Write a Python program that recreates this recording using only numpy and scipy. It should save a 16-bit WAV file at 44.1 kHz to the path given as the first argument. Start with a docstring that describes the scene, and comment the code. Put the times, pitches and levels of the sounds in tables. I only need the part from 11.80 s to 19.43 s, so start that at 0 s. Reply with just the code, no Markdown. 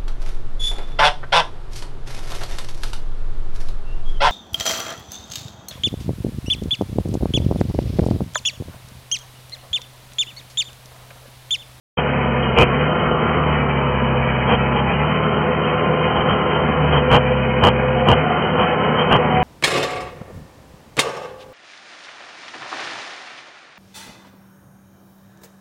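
"""A tracked mulch screener works in an open yard, its four-cylinder diesel sagging under each spell of
load, booming in the exhaust pipe and recovering. Mulch rushes over the screen and lumps clatter through
the steel box with hard clanks, one with a low thump. Behind that a hydraulic drive whines, a belt squeals
faintly and a light breeze gusts. The sound opens abruptly and comes through a narrow-band microphone
channel that overloads on the loudest clatters."""
import sys
import numpy as np
from scipy import signal
from scipy.fft import rfft, irfft
from scipy.io import wavfile
from scipy.ndimage import uniform_filter1d, map_coordinates

SR = 44100
rng = np.random.default_rng(int(sys.argv[2]) if len(sys.argv) > 2 else 0)


def bounce(signal):
    """Save signal as a 16-bit WAV file at the path given by the first command-line argument."""
    frames = np.transpose(np.atleast_2d(signal))
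    limited = np.clip(frames, -1, 1)
    pcm = np.round(limited * 32767).astype(np.int16)
    wavfile.write(sys.argv[1], SR, pcm)


N = 336483
TIME = np.arange(N) / SR

# Low bumps: light gusts, and at 0.81 s the low thump of the loud clatter.
# Each row: time of the peak in seconds, level in dB.
LOW_BUMPS = [(.81, -25.5), (1.29, -33), (1.53, -35), (1.779, -35), (2.47, -33), (2.72, -36), (3.099, -39),
             (4.421, -34.5), (4.872, -36), (5.16, -40), (7.2, -39)]
# Belt squeals. Each row: start and length in seconds, first and last pitch in Hz, level in dB.
BELT_SQUEALS = [(2.944, 0.21, 842, 786, -29), (6.16, 0.43, 720, 721, -26), (6.77, 0.12, 734, 735, -25),
                (7.52, 0.2, 742, 739, -19.5)]
# The hydraulic drive's whine. Each row: time in seconds, pitch in Hz, level in dB.
WHINE_CURVE = [(.2, 498, -35), (.6, 500, -32.5), (1.0, 503, -28), (1.6, 495, -38.5), (1.95, 500, -35),
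               (2.3, 505, -26), (2.6, 503.3, -31), (3.0, 495, -38), (3.7, 499, -28), (4.3, 507.7, -31),
               (5.0, 500.3, -33.5), (5.2, 501.5, -25), (5.55, 508, -25), (5.95, 506, -23.5),
               (6.25, 511, -23), (6.6, 498, -30), (7.6, 489, -27.5)]
# Fader for the mulch's rumble, before load ducks it. Each row: time in seconds, level in dB.
RUMBLE_FADER = [(.2, -20), (1.5, -19.5), (2.9, -20.5), (3.8, -20), (4.6, -19.5), (5.1, -19.5), (5.6, -21.5),
                (6.1, -20), (6.5, -19.5), (6.9, -19), (7.6, -19)]
# Low, middle and top bands of the running screen. Each row: frequency in Hz, relative level in dB.
RUMBLE_EQ = [(30, -46), (48, -25.5), (70, -5), (110, 0), (180, 4), (235, 7.5), (290, -4.5), (350, 2),
             (440, 4.5), (570, 0.5), (800, -2), (1100, -6.5), (1400, -7.5), (1900, -33.5)]
RUSTLE_EQ = [(1000, -18), (1450, 8), (1800, 9), (2100, 9.5), (2400, 10), (2560, 10.5), (2700, -14),
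             (2900, -30)]
HISS_EQ = [(2600, -33.5), (2780, -2), (2920, 4), (3150, 1.5), (3300, -28.5)]
# The steel box, struck softly and sharply. Each row: frequency in Hz, relative level in dB.
THUD_EQ = [(30, -29), (65, 0.5), (140, 8), (230, 2.5), (320, -12), (480, -3.5), (700, -6.5), (1000, -16.5),
           (2000, -23.5)]
CRUNCH_EQ = [(400, -9.5), (750, 11), (1050, 11), (1400, 5), (1900, -3), (2450, -9), (2720, -9), (3000, 7.5),
             (3170, 10.5), (3300, -9)]
# The ring of the box wall. Each row: frequency in Hz, bandwidth in Hz, relative level in dB.
WALL_RESONANCES = [(479.8, 12, -3.5), (950, 69, -16), (2080, 90, -21), (2350, 52, -14.5), (2440, 39, -13.5)]
# Lumps tumbling through the box. Each row: start in seconds, then crunch, thud and ring levels in dB.
LUMPS = [(0.135, -21.5, -22, -17), (0.769, -20.5, -13.5, -7.5), (2.684, -18, -16.5, -18),
         (2.94, -24.5, -29.5, -24), (3.081, -33, -22, -28), (4.351, -22.5, -30, -35),
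         (4.475, -23, -21.5, -32), (5.118, -19, -18, -25.5), (5.308, -14, -13, -15),
         (5.822, -14, -13, -18.5), (6.271, -16, -12, -22), (6.779, -20, -22.5, -21.5),
         (7.162, -20.5, -35, -27), (7.298, -15.5, -17, -21)]
# Stones and wood chunks within the heaviest lumps. Each row: start in seconds, level in dB.
HARD_HITS = [(.776, 1.5), (0.787, 5.5), (.799, 2), (.814, 0), (.823, 1.5), (.832, -1), (5.315, -2),
             (5.324, -2.5), (5.334, -2), (5.347, 4.5), (5.354, 4.5), (5.37, -2), (5.839, 4), (5.85, 2.5),
             (5.862, -3), (5.871, 0.5), (5.887, 1.5), (6.287, 2.5), (6.302, -2), (6.316, 3.5), (6.33, 1),
             (7.314, 3), (7.324, 3), (7.329, 3.5), (7.34, 2.5), (7.355, -1), (7.364, -1)]
# The diesel's partials. Each row: multiple of the crank rate (rounded to a whole number for the pitch),
# level running free in dB, level under load in dB.
ENGINE_ORDERS = [(1.994, -37.5, -29), (3, -36.5, -41), (3.965, -29.5, -24.5), (5, -32, -37),
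                 (6, -36, -31.5), (7, -42, -29.5), (9, -39, -52.5), (11, -36.5, -46), (13, -35.5, -41.5),
                 (15, -42.5, -45), (18, -43, -36.5), (19, -45.5, -50.5), (22, -48, -43), (27, -31.5, -40),
                 (29, -44.5, -41.5), (30, -42, -36), (35, -44, -53.5)]
# Exhaust pipe resonances. Each row: frequency in Hz, half-width in Hz, boost in dB.
EXHAUST_RESONANCES = [(74.3, 1.8, 7), (149, 3.8, 6.5)]
# Fader for the engine's drone. Each row: time in seconds, gain in dB.
DRONE_FADER = [(.2, -0.5), (1.3, -0.5), (1.7, 0), (3.3, 0.5), (4.5, 0.5), (5.2, 0), (6.3, 0), (6.6, -2.5),
               (7.2, -2.5), (7.6, -2)]
# Spells of load. Each row: start and end in seconds, speed lost once settled in turns per second.
LOAD_SPELLS = [(-.185, .852, 4.96), (1.449, 3.062, 4.886), (4.82, 6.188, 5.017), (7.345, 9, 5.017)]

FREE_SPEED = 38.7   # crank turns per second with no load


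def from_db(db):
    """Decibels to gain."""
    return 10 ** (np.asarray(db) / 20)


def rms_one(x):
    """Scale to unit power."""
    return x / np.sqrt(np.mean(x ** 2) + 1e-20)


def even(x, size=300):
    """Hold the power near 1 over every few milliseconds."""
    return x / np.sqrt(uniform_filter1d(x ** 2, size) + 1e-9)


def automation(rows):
    """Draw straight lines between timed breakpoints, one curve per value column."""
    times, *columns = np.transpose(rows)
    return [np.interp(TIME, times, column) for column in columns]


def gate(start, end, rise_s, fall_s):
    """Opens around start and closes around end, along straight ramps."""
    return np.clip((TIME - start) / rise_s + .5, 0, 1) * np.clip((end - TIME) / fall_s + .5, 0, 1)


def drift(rate_hz):
    """A smooth random wobble with spread 1."""
    pole = np.exp(-80 * np.pi * rate_hz / SR)   # runs at one step per 40 samples
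    noise = rng.standard_normal(N // 40 + 2002)
    slow = signal.lfilter([1], [1, -2 * pole, pole * pole], noise)[2000:]
    return np.interp(np.arange(N) / 40, np.arange(len(slow)), rms_one(slow))


def colour(x, eq, size=4096):
    """Minimum-phase EQ, falling 20 dB per octave past the curve's ends; rms 1."""
    hz, db = np.transpose(eq)
    grid = np.maximum(np.arange(size // 2 + 1) * SR / size, 1)
    octaves_outside = np.abs(np.log2(grid / np.clip(grid, hz[0], hz[-1])))
    curve_db = np.interp(np.log(grid), np.log(hz), db) - 20 * octaves_outside
    cepstrum = irfft(np.log(from_db(curve_db)))
    cepstrum[1:size // 2] *= 2
    cepstrum[size // 2 + 1:] = 0
    impulse = irfft(np.exp(rfft(cepstrum)))
    return rms_one(signal.fftconvolve(x, impulse)[:N])


def grains(per_s, spread_db):
    """Random impacts of uneven size; rms 1."""
    sizes = from_db(spread_db * np.minimum(rng.exponential(1, N), 4)) * rng.choice([-1, 1], N)
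    return rms_one(sizes * (rng.random(N) < per_s / SR))


def tone(rows, wander_hz, waver_db, flutter):
    """A single unsteady partial with a fast flutter."""
    hz, db = automation(rows)
    phase = 2 * np.pi * np.cumsum(hz + wander_hz * drift(10.5)) / SR
    level = from_db(db + waver_db * drift(13)) * (1 + flutter * drift(35))
    return np.sqrt(2) * level * np.sin(phase)


def breeze_and_bumps(breeze_db=-61.5, flutter_db=1.5, bump_width_s=.069):
    """A soft low end: a breeze on the microphone, light gusts and the thump of one loud clatter."""
    low_end = colour(rng.standard_normal(N), [(25, -18), (40, -9), (55, 2), (100, -4.5), (200, -27)])
    bumps = sum(from_db(db) * np.exp(-((TIME - s) / bump_width_s) ** 2 / 2) for s, db in LOW_BUMPS)
    return (from_db(breeze_db + flutter_db * drift(3.7)) + bumps) * low_end


def belt():
    """The belt rubs now and then and sings a short, gliding note."""
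    out = np.zeros(N)
    for start, length, first_hz, last_hz, db in BELT_SQUEALS:
        end = start + length
        note = tone([(start, first_hz, db), (end, last_hz, db)], wander_hz=1.8, waver_db=.8, flutter=.12)
        out += note * gate(start, end, rise_s=.063, fall_s=.059)
    return out


def hydraulic_drive():
    """The drive holds one wavering whine."""
    return tone(WHINE_CURVE, wander_hz=2.6, waver_db=2.5, flutter=.24)


def engine_rattle(turns, jitter_turns=.0035, size=1024):
    """Valves and injectors repeat one pattern of contacts every two turns, never quite on time."""
    pattern = rng.standard_normal(size)
    angle = turns + jitter_turns * drift(19)
    contacts = rms_one(map_coordinates(pattern, [angle / 2 % 1 * size], order=3, mode="grid-wrap"))
    return signal.sosfilt(signal.butter(4, 1200, "high", fs=SR, output="sos"), contacts)


def shifting_grain(x, strength=1.68, longest_s=.035, low_cut_hz=940, drift_s=.00015, count=8):
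    """Short drifting echoes give the highs a grainy, shifting colour; rms 1."""
    highs = signal.sosfilt(signal.butter(2, low_cut_hz, "high", fs=SR, output="sos"), x)
    delays = longest_s * rng.uniform(.1, 1, count)
    echoes = sum(np.interp(TIME - delay - drift_s * drift(.5), TIME, highs) for delay in delays)
    return rms_one(x + strength * echoes / np.sqrt(count))


def screen_band(turns, eq, rattle_db, throb, waver_db):
    """One band of engine rattle and chips raining on the screen, pulsing with two firings per turn."""
    firing = 1 + throb * np.cos(4 * np.pi * turns)
    rattle = from_db(rattle_db) * engine_rattle(turns)
    chips = grains(per_s=7000, spread_db=3)
    band = colour(firing * (rattle + chips), eq)
    return shifting_grain(band) * from_db(waver_db * drift(9.3))


def mulch_on_screen(turns, sag):
    """Mulch rushes over the screen as rumble, rustle and hiss, each ducking as the engine labours."""
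    rumble = screen_band(turns, RUMBLE_EQ, rattle_db=-6.5, throb=.1, waver_db=.23)
    rustle = screen_band(turns, RUSTLE_EQ, rattle_db=1, throb=.16, waver_db=1.5)
    hiss = screen_band(turns, HISS_EQ, rattle_db=-.5, throb=.05, waver_db=1.5)
    rumble_db, = automation(RUMBLE_FADER)
    return (from_db(rumble_db - 2 * sag) * rumble
            + from_db(-29.5 - .5 * sag) * rustle
            + from_db(-33.5 - 3.5 * sag) * hiss)


def volley(start, length_s=.075, swell_db=1.2):
    """The envelope of one lump's blows: quick in, strongest halfway, quick out."""
    from_middle = np.clip(2 * (TIME - start) / length_s - 1, -1, 1)
    swell = from_db(-swell_db * from_middle ** 2)
    return gate(start, start + length_s, rise_s=.033, fall_s=.024) * swell


def clatter(ring_spread_db=.5):
    """Each lump is a dense volley of blows on the damped steel box: thud, crunch and a ringing wall."""
    starts, crunch_db, thud_db, ring_db = np.transpose(LUMPS)
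    volleys = np.array([volley(start) for start in starts])
    thud = even(colour(grains(per_s=6300, spread_db=1), THUD_EQ))
    crunch = even(colour(grains(per_s=9400, spread_db=3.5), CRUNCH_EQ))
    out = from_db(thud_db) @ volleys * thud + from_db(crunch_db) @ volleys * crunch
    blows = grains(per_s=1400, spread_db=2.5)
    # the spot each lump strikes changes the balance of the ring
    spots_db = ring_spread_db * rng.standard_normal((len(starts), len(WALL_RESONANCES)))
    for (hz, width, db), spot_db in zip(WALL_RESONANCES, spots_db.T):
        ring = even(signal.lfilter(*signal.iirpeak(hz, hz / width, fs=SR), blows))
        out += from_db(ring_db + db + spot_db) @ volleys * ring
    return out


def hard_hits(clank_hz=855, clank_t60_s=.0061, crack_hz=2940, crack_t60_s=.0093, crack_db=-8):
    """A stone or chunk hits the steel: a short clank, pitched by the spot struck, with a crack on top."""
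    out, t = np.zeros(N), TIME[:SR // 20]
    crack = np.sin(2 * np.pi * crack_hz * t) * from_db(crack_db - 60 * t / crack_t60_s)
    for start, db in HARD_HITS:
        octaves = .41 * rng.uniform(-.81, 1)
        clank = np.sin(2 * np.pi * clank_hz * 2 ** octaves * t) * from_db(-60 * t / clank_t60_s)
        at = int(start * SR)
        out[at:at + len(t)] += from_db(db) * (clank + crack)
    return out


def engine_speed(bottom_s=1.024, settle_s=.64, recover_s=.148):
    """Load drags the crank down until the governor catches it with a slow swing; freed, it races back."""
    speed = np.full(N, FREE_SPEED)
    for start, end, lost in LOAD_SPELLS:
        since = np.maximum(TIME - start, 0)
        swing = np.pi * since / bottom_s
        hunting = np.cos(swing) + bottom_s / (np.pi * settle_s) * np.sin(swing)
        drag = 1 - np.exp(-since / settle_s) * hunting
        release = np.exp(-(np.maximum(TIME - end, 0) / recover_s) ** 2)
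        speed -= lost * drag * release
    return speed


def exhaust_boom_db(hz):
    """The exhaust pipe booms whenever a partial glides through one of its resonances."""
    return sum(boost_db / (1 + ((hz - centre_hz) / half_width) ** 2)
               for centre_hz, half_width, boost_db in EXHAUST_RESONANCES)


def diesel(speed, turns, load, twist_turns=.0033):
    """Partials locked to the crank; the second and fourth, from the firings, carry the drone."""
    out = np.zeros(N)
    fader_db, = automation(DRONE_FADER)
    for order, free_db, loaded_db in ENGINE_ORDERS:
        db = fader_db + free_db + load * (loaded_db - free_db) + exhaust_boom_db(order * speed)
        waver_db = .6 + order / ENGINE_ORDERS[-1][0]   # high partials waver more
        db += waver_db * drift(3.6)
        # the shaft twists under load, which blurs the high partials most
        angle = turns + twist_turns * (.5 + load) * drift(22)
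        out += from_db(db) * np.sqrt(2) * np.sin(2 * np.pi * (round(order) * angle + rng.random()))
    return out


def scene(start_s=.177):
    """Crank speed paces the engine sounds; its sag recolours the drone and ducks the mulch."""
    speed = engine_speed()
    turns = np.cumsum(speed * (1 + .000706 * drift(5.2))) / SR
    sag = np.clip((FREE_SPEED - speed) / max(lost for _, _, lost in LOAD_SPELLS), 0, 1)
    mix = diesel(speed, turns, load=np.sqrt(sag)) + mulch_on_screen(turns, sag)
    mix += hydraulic_drive() + belt() + clatter() + hard_hits() + breeze_and_bumps()
    return (mix * gate(start_s, np.inf, rise_s=.012, fall_s=1))[None]


def record(dry, soft_ceiling=.92, channel_hz=3270, hard_ceiling=.72, top_hz=15900):
    """The microphone rounds the peaks, the channel cuts the treble, and overload clips with a crackle."""
    rounded = dry / (1 + (dry / soft_ceiling) ** 4) ** .25
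    channel = signal.firwin(601, channel_hz, window=("kaiser", 9), fs=SR)[None]
    narrow = signal.fftconvolve(rounded, channel, "same")
    clipped = np.clip(narrow, -hard_ceiling, hard_ceiling)
    return signal.sosfilt(signal.cheby2(12, 70, top_hz, fs=SR, output="sos"), clipped)


dry = scene()
out = record(dry)
bounce(out)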